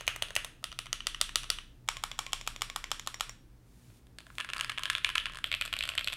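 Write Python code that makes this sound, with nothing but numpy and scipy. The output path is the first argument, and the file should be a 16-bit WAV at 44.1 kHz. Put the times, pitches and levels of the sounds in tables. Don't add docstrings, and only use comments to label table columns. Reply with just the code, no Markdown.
import sys
import numpy as np
from scipy import signal
from scipy.fft import rfft, irfft
from scipy.io import wavfile
from scipy.ndimage import uniform_filter1d

SR = 44100
rng = np.random.default_rng(int(sys.argv[2]) if len(sys.argv) > 2 else 0)


def convert_level_to_amplitude(level_db):
    exponent = np.asarray(level_db, float) / 20
    return 10 ** exponent


def unload_audio(sound):
    columns = np.transpose(np.atleast_2d(sound))
    steps = np.round(np.clip(columns, -1, 1) * 32767)
    wavfile.write(sys.argv[1], SR, steps.astype(np.int16))


N = 271656
LEAD = 4410


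def evened(x):
    return x / np.sqrt(np.mean(x ** 2) + 1e-20)


def read(points, hz):
    f, value = np.transpose(points)
    return np.interp(np.log(hz + 1), np.log(f + 1), value)


def coloured(x, points):
    gain = convert_level_to_amplitude(read(points, np.fft.rfftfreq(len(x), 1 / SR)))
    return irfft(rfft(x) * gain, len(x))


def add(mix, s, sound):
    part = mix[round(s * SR):][:len(sound)]
    part += sound[:len(part)]


def ring(hz, width, t):
    return np.exp(-np.pi * width * t) * np.sin(2 * np.pi * hz * t)


# freq_hz, width_hz, level_db
KEY_A_MODES = [(645, 220, -19.5), (1340, 580, -10), (1940, 460, -4.5), (2540, 340, -2.5), (2865, 280, 2.5),
               (3340, 410, -2.5), (4030, 1000, -7), (5070, 700, -12.5), (6230, 800, -7.5),
               (8260, 2100, -13), (10600, 1600, -16), (13700, 2400, -22.5)]
# freq_hz, width_hz, level_db
KEY_A_WIRES = [(6500, 130, -18), (2950, 550, -23)]
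# start_s, clack_db, touch_db, extra_plate_db, extra_stem_db
KEY_A_STROKES = [
    (-0.065, -12, -60, -4.5, -3.5),
    (0.0781, -12, -37.5, 2.5, -0.5),
    (0.223, -14.5, -73.5, -4, -1.5),
    (0.3638, -12, -25, 0, -1),
]
# case_db, plate_db, stem_db
KEY_A_VOICE = [
    (-13.5, -4, 11),
    (-17.5, -16.5, -1),
    (-29.5, 5, -4.5),
]
KEY_A_LAG = (0.72, 1, 0.082)
# start_s, clack_db, plate_db, stem_db, cap_hz
KEY_A_LOOSE = [
    (0.1, -29, -12.5, -39.5, 3300),
    (0.285, -35, -31, -5, 4000),
]
# start_s, clack_db, plate_db, stem_db, cap_hz
KEY_A_RELEASES = [
    (0.0086, -35, -1, 7.5, 2640),
    (0.1612, -33, -2.5, 9, 2090),
    (0.3055, -31.5, -8, -2, 1660),
    (0.4464, -27.5, -8.5, 7, 3630),
]
CAP_RINGS = [
    [2800, 2450, 3300, 2780],
    [3480, 2950, 3010, 3060, 3420, 3660, 4600],
    [2300, 3420, 3420, 3250, 2500, 2200, 3420, 3250, 4200, 2300],
]
# level_db at a silent cap, db_per_db
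THUD_OF_LOOSE = (-51.5, 1)
# level_db at a silent cap, db_per_db
THUD_OF_RELEASE = [
    (-40, 1),
    (-52, 0.82),
    (-34.5, 0.58),
]


def key_a():
    downs = strokes(KEY_A_STROKES, KEY_A_VOICE, KEY_A_LAG, lead_s=0.0106, echo_db=-26, cap_hz=CAP_RINGS[0])
    loose = contacts(KEY_A_LOOSE, THUD_OF_LOOSE)
    ups = contacts(KEY_A_RELEASES, THUD_OF_RELEASE[0])
    return key(np.vstack([downs, loose, ups]), KEY_A_MODES, -42.5, KEY_A_WIRES, alike=0.6,
               plate_far_db=1.5, cap_db=1.5, settle=0.15, cap_far_db=-3)


# freq_hz, width_hz, level_db
KEY_B_MODES = [(400, 430, -11.5), (657, 240, -9), (1270, 390, -2), (1930, 290, -3.5), (2350, 580, -8),
               (2900, 570, 1), (3580, 570, 2.5), (4710, 1000, 2.5), (5700, 730, 0.5), (6880, 1300, -2.5),
               (8500, 1500, -1.5), (10100, 4500, -8.5), (13000, 4200, -25)]
# freq_hz, width_hz, level_db
KEY_B_WIRES = [(5950, 330, -10.5), (10100, 710, -13)]
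# start_s, clack_db, touch_db, extra_plate_db, extra_stem_db
KEY_B_STROKES = [
    (0.641, -19, -54.5, 0.39, 0.18),
    (0.7894, -19.5, -70.5, .3, .3),
    (0.929, -16, -51.5, 0.27, 0.36),
    (1.069, -14, -43, .3, .3),
    (1.2127, -10, -37.5, .3, .3),
    (1.3572, -9.5, -45, 0.32, 0.28),
    (1.5017, -11, -40.5, .3, 0.318),
]
# case_db, plate_db, stem_db
KEY_B_VOICE = [
    (-11.5, -11.5, -9),
    (-25.5, -16, -0.5),
    (-18, 2.5, 8),
]
KEY_B_LAG = (0.27, 0.25, -0.13)
# start_s, clack_db, plate_db, stem_db, cap_hz
KEY_B_STRAYS = [
    (0.6283, -59.5, 12, 7, 3000),
    (0.726, -31.5, -9, -7, 4500),
    (0.858, -35, -13, -2.5, 2200),
    (1.441, -30.5, -7.5, -3.5, 3800),
]
# freq_hz, level_db
KEY_B_AROUND = [(1500, -0.5), (2250, -2), (2950, 2.5), (3800, 1), (5200, -5.5), (5950, -0.5), (7200, -0.5)]


def key_b():
    downs = strokes(KEY_B_STROKES, KEY_B_VOICE, KEY_B_LAG, lead_s=0.0087, echo_db=-29.5, cap_hz=CAP_RINGS[1])
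    blows = np.vstack([downs, contacts(KEY_B_STRAYS, THUD_OF_LOOSE)])
    clacks, spread, pushes, shakes = key(blows, KEY_B_MODES, -41.5, KEY_B_WIRES, alike=0.55,
                                         plate_far_db=-1.5, cap_db=1.5, settle=0.1, cap_far_db=-9)
    return clacks, coloured(spread, KEY_B_AROUND), pushes, shakes


# freq_hz, width_hz, level_db
KEY_C_MODES = [(606, 100, -13), (860, 290, -1), (1080, 63, 2), (1248, 430, 3), (1850, 110, -2.5),
               (2300, 180, -3.5), (3300, 1160, -2.5), (4400, 720, -11.5), (5250, 460, -7), (7140, 2200, -7),
               (8750, 2000, -16), (11300, 1400, -13.5), (14560, 1400, -23.5)]
# freq_hz, width_hz, level_db
KEY_C_WIRES = [(5760, 150, -11.5), (7560, 1000, -14)]
# start_s, clack_db, touch_db, extra_plate_db, extra_stem_db
KEY_C_STROKES = [
    (1.8875, -14, -40, 1, 0.28),
    (2.0374, -20, -48, 0.5, 0.63),
    (2.1904, -18.5, -49, -1.5, 0.58),
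    (2.3317, -14.5, -39, -6, 0.37),
    (2.475, -18.5, -35, -3, 0.13),
    (2.6191, -16, -35.5, -3.5, .3),
    (2.7608, -21.5, -66.5, -1, 0.24),
    (2.9155, -16, -43.5, -4.5, 0.33),
    (3.0731, -21.5, -37, -2.5, 0.18),
    (3.208, -16, -30.5, -1.5, 0.29),
]
# case_db, plate_db, stem_db
KEY_C_VOICE = [
    (-11.5, -17.5, -0.5),
    (-18, -6.5, 1.2),
    (-62, -11, -11),
]
KEY_C_LAG = (0.49, 0.73, 0.51)
# start_s, clack_db, plate_db, stem_db, cap_hz
KEY_C_LOOSE = [
    (1.8774, -50.5, -16, 5, 3300),
]


def key_c():
    downs = strokes(KEY_C_STROKES, KEY_C_VOICE, KEY_C_LAG, lead_s=0.0096, echo_db=-31, cap_hz=CAP_RINGS[2])
    blows = np.vstack([downs, contacts(KEY_C_LOOSE, THUD_OF_LOOSE)])
    return key(blows, KEY_C_MODES, -37.5, KEY_C_WIRES, alike=0.45,
               plate_far_db=-3, cap_db=-1.5, settle=0.12, cap_far_db=-6)


# freq_hz, width_hz, level_db
EARLY_MODES = [(630, 81, -6), (1055, 103, 9), (1330, 280, 9), (1680, 210, 9.5), (2370, 1370, 1.5),
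               (3420, 450, -0.5), (4070, 1070, -5.5), (5120, 990, -10), (6600, 1900, -10),
               (8500, 2000, -7.5), (10450, 860, -11), (12500, 2900, -19.5)]
# freq_hz, width_hz, level_db
EARLY_WIRES = [(10300, 890, -21)]
# start_s, clack_db, plate_db, stem_db
FINGERS_SETTLE = [
    (3.9025, -50, -17, -27),
    (4.0686, -51.5, -17, 0.5),
    (4.1855, -30, -14.5, -2.5),
    (4.2044, -40, -13, -2),
    (4.2671, -41.5, -5, -5),
    (4.6798, -43, -19, -3),
    (4.3024, -46.5, 3.5, -11),
    (4.3532, -47, -22, 5),
]
# start_s, clack_db, plate_db, stem_db
TYPING_1 = [(4.3832, -19, -15, -9.5), (4.3971, -34, 2, -14), (4.4021, -20.5, -12, -8),
            (4.409, -21, -14, -11), (4.4466, -31, -4.5, -2.5), (4.4895, -25.5, -10.5, -15),
            (4.4948, -31, -24, -12), (4.5004, -25.5, -11.5, -8), (4.5342, -17, -17, -8),
            (4.5532, -47, 6, -17), (4.5635, -34, 4, -3), (4.5672, -24.5, -17, -7), (4.581, -29, -8, -1),
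            (4.5925, -28, -3, -10), (4.5985, -24, -10, -6), (4.6096, -16, -12.5, -4.5),
            (4.6217, -56, -14, 2), (4.6286, -42, 3, -25), (4.634, -28, -27, -14), (4.6457, -23, -8.5, -5.5),
            (4.6957, -20, -11, -9), (4.6984, -21.5, -10.5, -7), (4.7005, -34, -3, -3),
            (4.718, -26.5, -14, -8)]
TYPING_2 = [(4.7764, -21.5, -12, -19), (4.7826, -18, -14, -14), (4.7935, -34, 1, 3), (4.8237, -37, -7, -8),
            (4.8342, -18.5, -16.5, -4.5), (4.8467, -41, -11, -13), (4.8555, -16, -16.5, -12),
            (4.8775, -34, -7, -15), (4.8997, -11, -12, -7.5), (4.9317, -26.5, -13, -6),
            (4.9512, -11.5, -19, -18.5), (4.9626, -27, -16, -11), (4.982, -23, -12, -9)]
TYPING_3 = [(5.0459, -4, -25.5, -16.5), (5.057, -40, -19, -4), (5.066, -33, -1, -1),
            (5.0722, -31, -18, -23), (5.0908, -20, -9, -7.5), (5.1009, -21, -15, -12),
            (5.1537, -16, -16, -8.5), (5.156, -12.5, -11.5, -12.5), (5.1803, -9.5, -22.5, -14),
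            (5.1996, -20.5, -37, -23), (5.2565, -15, -17, -15.5), (5.2659, -22, -12, -20),
            (5.297, -37, 1, -8), (5.3215, -36, -12, -5), (5.335, -32.5, -13, -8), (5.347, -38.5, -1, 1),
            (5.356, -30, -15, -6), (5.3713, -32, -4, 0), (5.3865, -32.5, -5, -3)]
EARLY_CAPS_1 = [1610, 3600, 4230, 2950, 1680, 4160, 1510, 3530, 2240, 2730, 2930, 2760, 2110, 2800, 2780,
                2800, 2650, 1550, 2650, 1500, 4500, 2970, 2820, 2900, 3080, 1497, 3160, 1750, 2910, 2070,
                2560, 3010]
EARLY_CAPS_2 = [3250, 2930, 3400, 2130, 2900, 2930, 3200, 1520, 1940, 2730, 3570, 2990, 1680, 2350, 3150,
                3210, 2520, 2900, 2970, 2410, 2450, 2970, 3530, 2790, 1620, 2650, 1810, 2800, 2520, 3010,
                1690, 1470]
# start_s, clack_db, plate_db, stem_db, cap_hz
EARLY_SECONDS = [
    (4.511, -51, -10, 0, 3020),
    (4.864, -30, -8, -11, 2970),
    (4.9036, -24, -16, -2, 2920),
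    (4.972, -31, -17, -8, 3500),
    (4.546, -40, -5, 3, 3000),
    (5.038, -51, -15, 8, 3500),
    (5.175, -25, -15, -14, 2900),
    (5.238, -48, -13, 4, 3060),
]
# level_db at a silent cap, db_per_db
EARLY_THUD = (-45.5, 0.76)


def letters_early():
    typed = FINGERS_SETTLE + TYPING_1 + TYPING_2 + TYPING_3
    rows = np.column_stack([typed, np.append(EARLY_CAPS_1, EARLY_CAPS_2)])
    blows = contacts([*rows, *EARLY_SECONDS], EARLY_THUD)
    return key(blows, EARLY_MODES, -45, EARLY_WIRES, alike=0.3,
               plate_far_db=-1.5, cap_db=5.5, settle=0.08, cap_far_db=1.5)


# freq_hz, width_hz, level_db
LATE_MODES = [(630, 190, -3), (1104, 105, -3), (1420, 330, -1), (1796, 82, -1), (2520, 1200, 2),
              (3340, 800, 1.5), (4290, 760, -9), (5770, 1800, -29), (8000, 1600, -18.5), (9800, 1200, -29),
              (11430, 970, -23.5), (13950, 1800, -38)]
# freq_hz, width_hz, level_db
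LATE_WIRES = [(11950, 900, -14)]
# start_s, clack_db, plate_db, stem_db
TYPING_4 = [(5.442, -14.5, -15, -10.5), (5.4621, -45, -23, 8), (5.5161, -16.5, -17, -12.5),
            (5.5264, -16.5, -25, -14), (5.5401, -14.5, -19, -19), (5.5485, -21, -21, -5.5),
            (5.6118, -16.5, -14.5, -5), (5.6213, -18.5, -15, -14), (5.6523, -34.5, -1, 10),
            (5.659, -31, -8, 6), (5.6769, -29.5, -14, -7)]
TYPING_5 = [(5.7275, -20.5, -13, -12), (5.738, -17, -19, -12), (5.766, -24, -14, -6),
            (5.789, -24.5, -28, 2.5), (5.8079, -15.5, -21, -17), (5.8257, -17, -35, -15),
            (5.837, -21, -12.5, -4), (5.8537, -27, -13, -2), (5.876, -34, -2, 4), (5.89, -17, -17, -4.5),
            (5.8996, -37, 1, 6), (5.9185, -30, -11, -20), (5.937, -30, -15, -16),
            (5.9522, -36.5, 3.5, 10.5), (5.9782, -16.5, -16.5, -7), (5.9819, -14, -15.5, -20),
            (5.9933, -24.5, -13, -5), (6.01, -29, -8, -4), (6.0442, -26.5, -41, 2),
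            (6.074, -16.5, -15.5, -7.5), (6.0831, -16.5, -31, -15), (6.0998, -31, -12, -6),
            (6.124, -30, -9, 0), (6.1297, -23, -13, -4), (6.137, -32.5, -6, 7)]
LATE_CAPS = [3250, 3200, 2300, 2200, 2520, 2080, 2540, 3000, 1510, 3340, 2560, 3160, 2920, 2350, 4000, 2540,
             2540, 3230, 3060, 3010, 2980, 3270, 2540, 2910, 1850, 2950, 3040, 2500, 2300, 4270, 2640, 2520,
             3480, 3420, 2540, 3520]
# start_s, clack_db, plate_db, stem_db, cap_hz
LATE_SECONDS = [
    (5.473, -43, -15, 5, 3280),
    (5.73, -28.5, -1, 1, 3180),
    (6.064, -46, -21, 10, 3480),
]
# level_db at a silent cap, db_per_db
LATE_THUD = (-48, 0.94)


def letters_late():
    rows = np.column_stack([TYPING_4 + TYPING_5, np.ravel(LATE_CAPS)])
    blows = contacts([*rows, *LATE_SECONDS], LATE_THUD)
    return key(blows, LATE_MODES, -45, LATE_WIRES, alike=0.3,
               plate_far_db=-1.5, cap_db=6.0, settle=0.08, cap_far_db=1.5)


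# freq_hz, width_hz, level_db
KEY_B_UP_MODES = [(600, 450, -22), (1230, 350, -2.5), (1870, 370, -7.5), (2520, 220, -8.5),
                  (3600, 300, -10), (4500, 800, -16.5), (5890, 600, -9.5), (8250, 1000, -16),
                  (9980, 1500, -19.5), (12850, 3000, -32.5)]
# start_s, clack_db, plate_db, stem_db, cap_hz
KEY_B_RELEASES = [
    (0.717, -31, -17, -8, 3000),
    (0.867, -34, -5, -6, 3100),
    (1.005, -24.5, -16, -15, 3030),
    (1.146, -24, -11, -7.5, 2870),
    (1.2925, -27.5, -8.5, -7.5, 2900),
    (1.433, -34, -6, 3, 2800),
    (1.586, -25, -13.5, -10, 2950),
]


def key_b_up():
    return key(contacts(KEY_B_RELEASES, THUD_OF_RELEASE[1]), KEY_B_UP_MODES, -41.5, KEY_B_WIRES[:1], alike=0.5,
               plate_far_db=-1.5, cap_db=-2.5, settle=0.1, cap_far_db=-1.5)


# freq_hz, width_hz, level_db
KEY_C_UP_MODES = [(610, 720, -13), (1105, 310, -3), (1820, 320, -5.5), (2300, 1100, 0.5), (3370, 780, 0),
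                  (4500, 1300, -8), (5610, 940, -4.5), (7060, 750, -3), (8700, 1800, -18),
                  (11200, 1700, -20), (14400, 1600, -23)]
# start_s, clack_db, plate_db, stem_db, cap_hz
KEY_C_RELEASES = [
    (1.9688, -26.5, -15, -2, 3250),
    (2.115, -24.5, -17, -5, 3400),
    (2.265, -24.5, -22, -6, 2200),
    (2.412, -30, -14, 0.5, 2300),
    (2.562, -29.5, -12.5, -1, 3500),
    (2.6996, -26, -15, -2.5, 2300),
    (2.8411, -24, -12, -2, 2100),
    (2.996, -28.5, -12, 4, 3400),
    (3.143, -29.5, -10, 3.5, 1970),
    (3.294, -35.5, -6, 9.5, 1930),
]


def key_c_up():
    return key(contacts(KEY_C_RELEASES, THUD_OF_RELEASE[2]), KEY_C_UP_MODES, -37.5, KEY_C_WIRES[:1], alike=0.5,
               plate_far_db=-1.5, cap_db=1.5, settle=0.1, cap_far_db=-1.5)


def strokes(downs, voice, lag, lead_s, echo_db, cap_hz, echo_s=0.0099):
    s, db, touch_db, plate_db, stem_db = np.transpose(downs)
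    extra_db = np.column_stack([0 * s, plate_db, stem_db])
    parts = [(s - lead_s, touch_db, 0), (s, db, extra_db), (s + echo_s, db + echo_db, extra_db)]
    rows = []
    for (at, level, extra), colour in zip(parts, np.array(voice)):
        lagging_db = np.outer(level - np.median(level), lag)
        rows.append(np.column_stack([at, level, extra + colour - lagging_db, cap_hz + 0 * s]))
    return np.vstack(rows)


def contacts(rows, thud):
    s, db, plate_db, stem_db, cap_hz = np.transpose(rows)
    return np.column_stack([s, db, thud[0] - thud[1] * db, plate_db, stem_db, cap_hz])


def key(blows, modes, shake_db, wires, alike, plate_far_db, cap_db, settle, cap_far_db):
    rise_s, rattle_s, cap_width_hz = 0.00016, 0.00056, 460
    clacks, spread, pushes = np.zeros((3, N + LEAD))
    s, db, case_db, plate_db, stem_db, cap_hz = np.transpose(blows)
    near, far = [[*modes, (cap_hz[:, None], cap_width_hz, cap_db + extra_db)] for extra_db in (0, cap_far_db)]
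    levels_db = db[:, None] + np.transpose([case_db, plate_db, 0 * db, stem_db])
    t = np.arange(256) / SR
    habit = rng.standard_normal(256)
    chance = np.clip(rng.standard_normal((len(s), 300)), -1.7, 1.7)
    envelope = (1 - np.exp(-t / rise_s)) * (np.exp(-t / rattle_s) + settle * np.exp(-t / 0.004))
    rattle = rfft(envelope * (alike * habit + (1 - alike) * chance[:, :256]), 1024)
    rattle /= np.sqrt(uniform_filter1d(abs(rattle) ** 2, size=11, axis=1))
    close = irfft(rattle * bodies(levels_db, near, chance[:, 256:], damping=0.5))[:, :800]
    far_db = levels_db + [0, plate_far_db, 0, 0]
    around = irfft(bodies(far_db, far, chance[:, 256:], damping=1.0))[:, :800]
    fade_in = np.minimum(np.arange(800) / 8, 1)
    for k in range(len(s)):
        at = s[k] + LEAD / SR
        add(clacks, at, close[k] * fade_in)
        add(spread, at, around[k])
        add(pushes, at, convert_level_to_amplitude(db[k:k + 1]))
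    for hz, width, wire_db in wires:
        wire = convert_level_to_amplitude(wire_db) * ring(hz, width, np.arange(4096) / SR)
        spread += signal.oaconvolve(pushes ** 1.1, wire)[:N + LEAD]
    return clacks, spread, pushes, convert_level_to_amplitude(shake_db) * pushes ** 0.68


BODY_EDGES = (330, 900, 1800, 5000, 16000)
BODY_CENTRES = (600, 1280, 3000, 8000)
BODY_TRIM = (1.1, 2.24, 2.83, 2.07)


def bodies(levels_db, modes, chance, damping, detune=0.015, vary_db=2.0):
    hz = np.fft.rfftfreq(1024, 1 / SR)
    power = 0
    for k, (f, width, db) in enumerate(modes):
        centre = f * (1 + detune * chance[:, [-1 - k]])
        offset = (hz - centre) / (damping * width)
        power = power + convert_level_to_amplitude(2 * (db + vary_db * chance[:, [k]])) / (1 + offset ** 2) ** 2
    gain = np.sqrt(power)
    bands = zip(BODY_EDGES, BODY_EDGES[1:])
    peaks = np.transpose([gain[:, (hz > lo) & (hz <= hi)].sum(axis=1) / 512 for lo, hi in bands])
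    lift_db = levels_db + BODY_TRIM - 20 * np.log10(peaks)
    gain *= convert_level_to_amplitude(np.array([read(list(zip(BODY_CENTRES, row)), hz) for row in lift_db]))
    return causal(gain * np.minimum(hz / 420, 1) ** 2.5)


def causal(gain):
    log_gain = np.log(np.hstack([gain, gain[:, -2:0:-1]]) + 1e-7)
    return gain * np.exp(-1j * signal.hilbert(log_gain).imag[:, :gain.shape[1]])


# start_s, freq_hz, width_hz, level_db
WIRE_PINGS = [
    (0.7895, 10500, 700, -35),
    (0.929, 6450, 600, -7),
    (1.2126, 8500, 500, -2),
    (1.3571, 10180, 500, -10),
    (2.9157, 795, 295, -25.5),
    (4.6096, 6600, 450, -17.5),
    (4.6457, 4970, 454, -19),
]


def pings():
    out, t = np.zeros(N + LEAD), np.arange(1024) / SR
    for s, hz, width, db in WIRE_PINGS:
        add(out, s + LEAD / SR, convert_level_to_amplitude(db) * ring(hz, width, t) * (1 - np.exp(-t / 0.0011)))
    return out


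# (start_s, level_db)
SINGING_WIRES = [
    (9300, [(0.223, -33.5), (0.354, -34)]),
    (1078, [(1.9685, -43), (2.115, -48), (2.266, -42), (2.7, -46.5), (2.841, -46)]),
    (5600, [(1.8875, -36), (1.9689, -50), (2.115, -56), (2.266, -56), (2.4117, -52), (2.6995, -49), (2.8412, -56), (2.996, -47), (3.1422, -36), (3.293, -37)]),
]


def singing():
    t60_s, rise_s, beat = 0.064, 0.003, 0.0087
    out, t = np.zeros(N + LEAD), np.arange(4096) / SR
    for hz, blows in SINGING_WIRES:
        pair = np.sin(2 * np.pi * hz * t) + 0.46 * np.sin(2 * np.pi * hz * (1 + beat) * t)
        for s, db in blows:
            add(out, s + LEAD / SR, convert_level_to_amplitude(db - 60 * t / t60_s) * (1 - np.exp(-t / rise_s)) * pair)
    return out


SCRAPE_LEVELS = (-34, -52, -46, -45, -34, -58, -48)
# freq_hz, level_db
GUIDE_COLOUR = [(600, -1.5), (2500, 0), (14000, -36)]


def scrape(pushes_by_key, lead_s=0.0037):
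    pushes = convert_level_to_amplitude(np.array(SCRAPE_LEVELS)) @ pushes_by_key
    ramp = np.linspace(0, 1, round(lead_s * SR)) ** 0.44
    ahead = signal.oaconvolve(pushes, ramp)[len(ramp):len(ramp) + len(pushes) - 1]
    travel = np.append(ahead, np.zeros(len(pushes)))[:len(pushes)]
    return travel[LEAD:] * evened(coloured(rng.standard_normal(N), GUIDE_COLOUR))


THUMP_LEVELS = (-27, -34.5, -53, -36, -27.5, -40, -53)


def thumps(pushes_by_key):
    t = np.arange(SR // 4) / SR
    knock = ring(82.5, 29.7, t) * (1 - np.exp(-t / 0.005))
    out = np.zeros(N)
    for db, pushes in zip(THUMP_LEVELS, pushes_by_key):
        out += convert_level_to_amplitude(db) * signal.oaconvolve(pushes ** 0.91, knock)[LEAD:LEAD + N]
    return out


def desk(pushes):
    t = np.arange(SR) / SR
    sway = (ring(28.33, 1.67, t) + convert_level_to_amplitude(-17.0) * ring(130, 7.9, t)) * (1 - np.exp(-t / 0.0085))
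    return signal.oaconvolve(pushes, sway)[LEAD:LEAD + N]


# freq_hz, t60_s
ROOM_DECAY = [(300, 0.95), (1000, 0.34), (3000, 0.4), (6000, 0.35), (10000, 0.31), (16000, 0.24)]
# freq_hz, level_db
WALL_COLOUR = [(300, -12.5), (800, -8.5), (1200, 1), (1600, 0), (3000, -2.5), (6000, -6.5), (10000, -1.5),
               (16000, -10.5)]
# delay_s, level_db
FIRST_WALLS = [
    (0.013, -26.5),
    (0.017, -25),
    (0.028, -22.5),
]


def room(clacks, spread, gap_s=0.0088, swell_s=0.00015, turns=1.683):
    taps, echoes = np.zeros((3, SR)), np.zeros(SR)
    at = np.arange(0, SR - 20, 20)
    signs = rng.choice([-1., 1.], (3, len(at)))
    np.put_along_axis(taps, at + rng.integers(0, 20, (3, len(at))), signs, 1)
    hz, t, z = signal.stft(taps, SR, nperseg=256)
    decay = convert_level_to_amplitude(-60 * t / read(ROOM_DECAY, hz)[:, None])
    tails = signal.istft(z * decay, SR, nperseg=256)[1][:, :SR // 2]
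    tails *= np.clip((np.arange(SR // 2) / SR - gap_s) / swell_s, 0.22, 1)
    tails /= np.linalg.norm(tails, axis=1, keepdims=True)
    for s, db in FIRST_WALLS:
        add(echoes, s, convert_level_to_amplitude(np.array([db])))
    phase = turns * np.arange(len(spread)) / SR + np.arange(3)[:, None] / 3
    share = np.sqrt(2 / 3) * np.cos(np.pi * phase)
    late = signal.oaconvolve(share * spread, tails, axes=1).sum(axis=0)
    wet = signal.oaconvolve(clacks, echoes)[:LEAD + N] + convert_level_to_amplitude(-8.0) * late[:LEAD + N]
    return coloured(wet, WALL_COLOUR)[LEAD:]


# time_s, level_db
SLEEVE_MOVES = [
    (3.55, -118.5),
    (3.68, -76),
    (3.78, -71.5),
    (3.88, -70),
    (3.98, -70.5),
    (4.099, -101),
    (4.25, -74),
    (4.399, -64),
]
# freq_hz, level_db
CLOTH_COLOUR = [(500, -7), (2000, -0.5), (5500, -3), (9000, -2.5), (16000, -11)]


def sleeve():
    s, db = np.transpose(SLEEVE_MOVES)
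    grain_db = 1.1 * rng.standard_normal(N // 64 + 1).repeat(64)[:N]
    grain = rng.standard_normal(N) * convert_level_to_amplitude(grain_db)
    movement = convert_level_to_amplitude(np.interp(np.arange(N) / SR, s, db, -120, -120) + 2.0)
    return movement * evened(coloured(grain, CLOTH_COLOUR))


# freq_hz, level_db
HUM_PARTIALS = [(50, -66.5), (60, -75.5), (119.7, -64), (180, -74), (241, -75.5), (300, -78.5)]
# freq_hz, level_db
AIR_COLOUR = [(20, -20.5), (60, -4.5), (86, -17.5), (110, -12.5), (180, -19.5), (320, -19.5), (550, -29.5),
              (3000, -41), (10000, -46), (16500, -48)]


def quiet_room():
    t = np.arange(N) / SR
    out = convert_level_to_amplitude(-61) * evened(coloured(rng.standard_normal(N), AIR_COLOUR))
    for hz, db in HUM_PARTIALS:
        waver = evened(uniform_filter1d(uniform_filter1d(rng.standard_normal(N), 1500), 1500))
        out += convert_level_to_amplitude(db + 3.45 * waver) * np.sqrt(2) * np.sin(2 * np.pi * hz * t + waver)
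    return out


def scene():
    each = np.array([key_a(), key_b(), key_c(), letters_early(), letters_late(), key_b_up(), key_c_up()])
    clacks, spread, _, shakes = each.sum(axis=0)
    pushes_by_key = each[:, 2]
    ping, song = pings(), singing()
    clacks = clacks + ping + convert_level_to_amplitude(-3.0) * song
    spread = spread + convert_level_to_amplitude(-4.5) * ping + convert_level_to_amplitude(1.0) * song
    keyboard = clacks[LEAD:] + scrape(pushes_by_key) + thumps(pushes_by_key)
    return (keyboard + desk(shakes) + room(clacks, spread) + sleeve() + quiet_room())[None]


def roll_off(x):
    return signal.sosfilt(signal.butter(12, 16830, fs=SR, output="sos"), x)


def record(dry):
    low, wide = [signal.oaconvolve(dry, signal.firwin(511, hz, window=("kaiser", 8), fs=SR)[None], "same")
                 for hz in (15900, 16750)]
    top = wide - low
    loud = uniform_filter1d(top ** 2, size=256) > convert_level_to_amplitude(2 * -76.0)
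    return roll_off(low + top * uniform_filter1d(loud * 1., size=256))


dry = scene()
out = record(dry)
unload_audio(out)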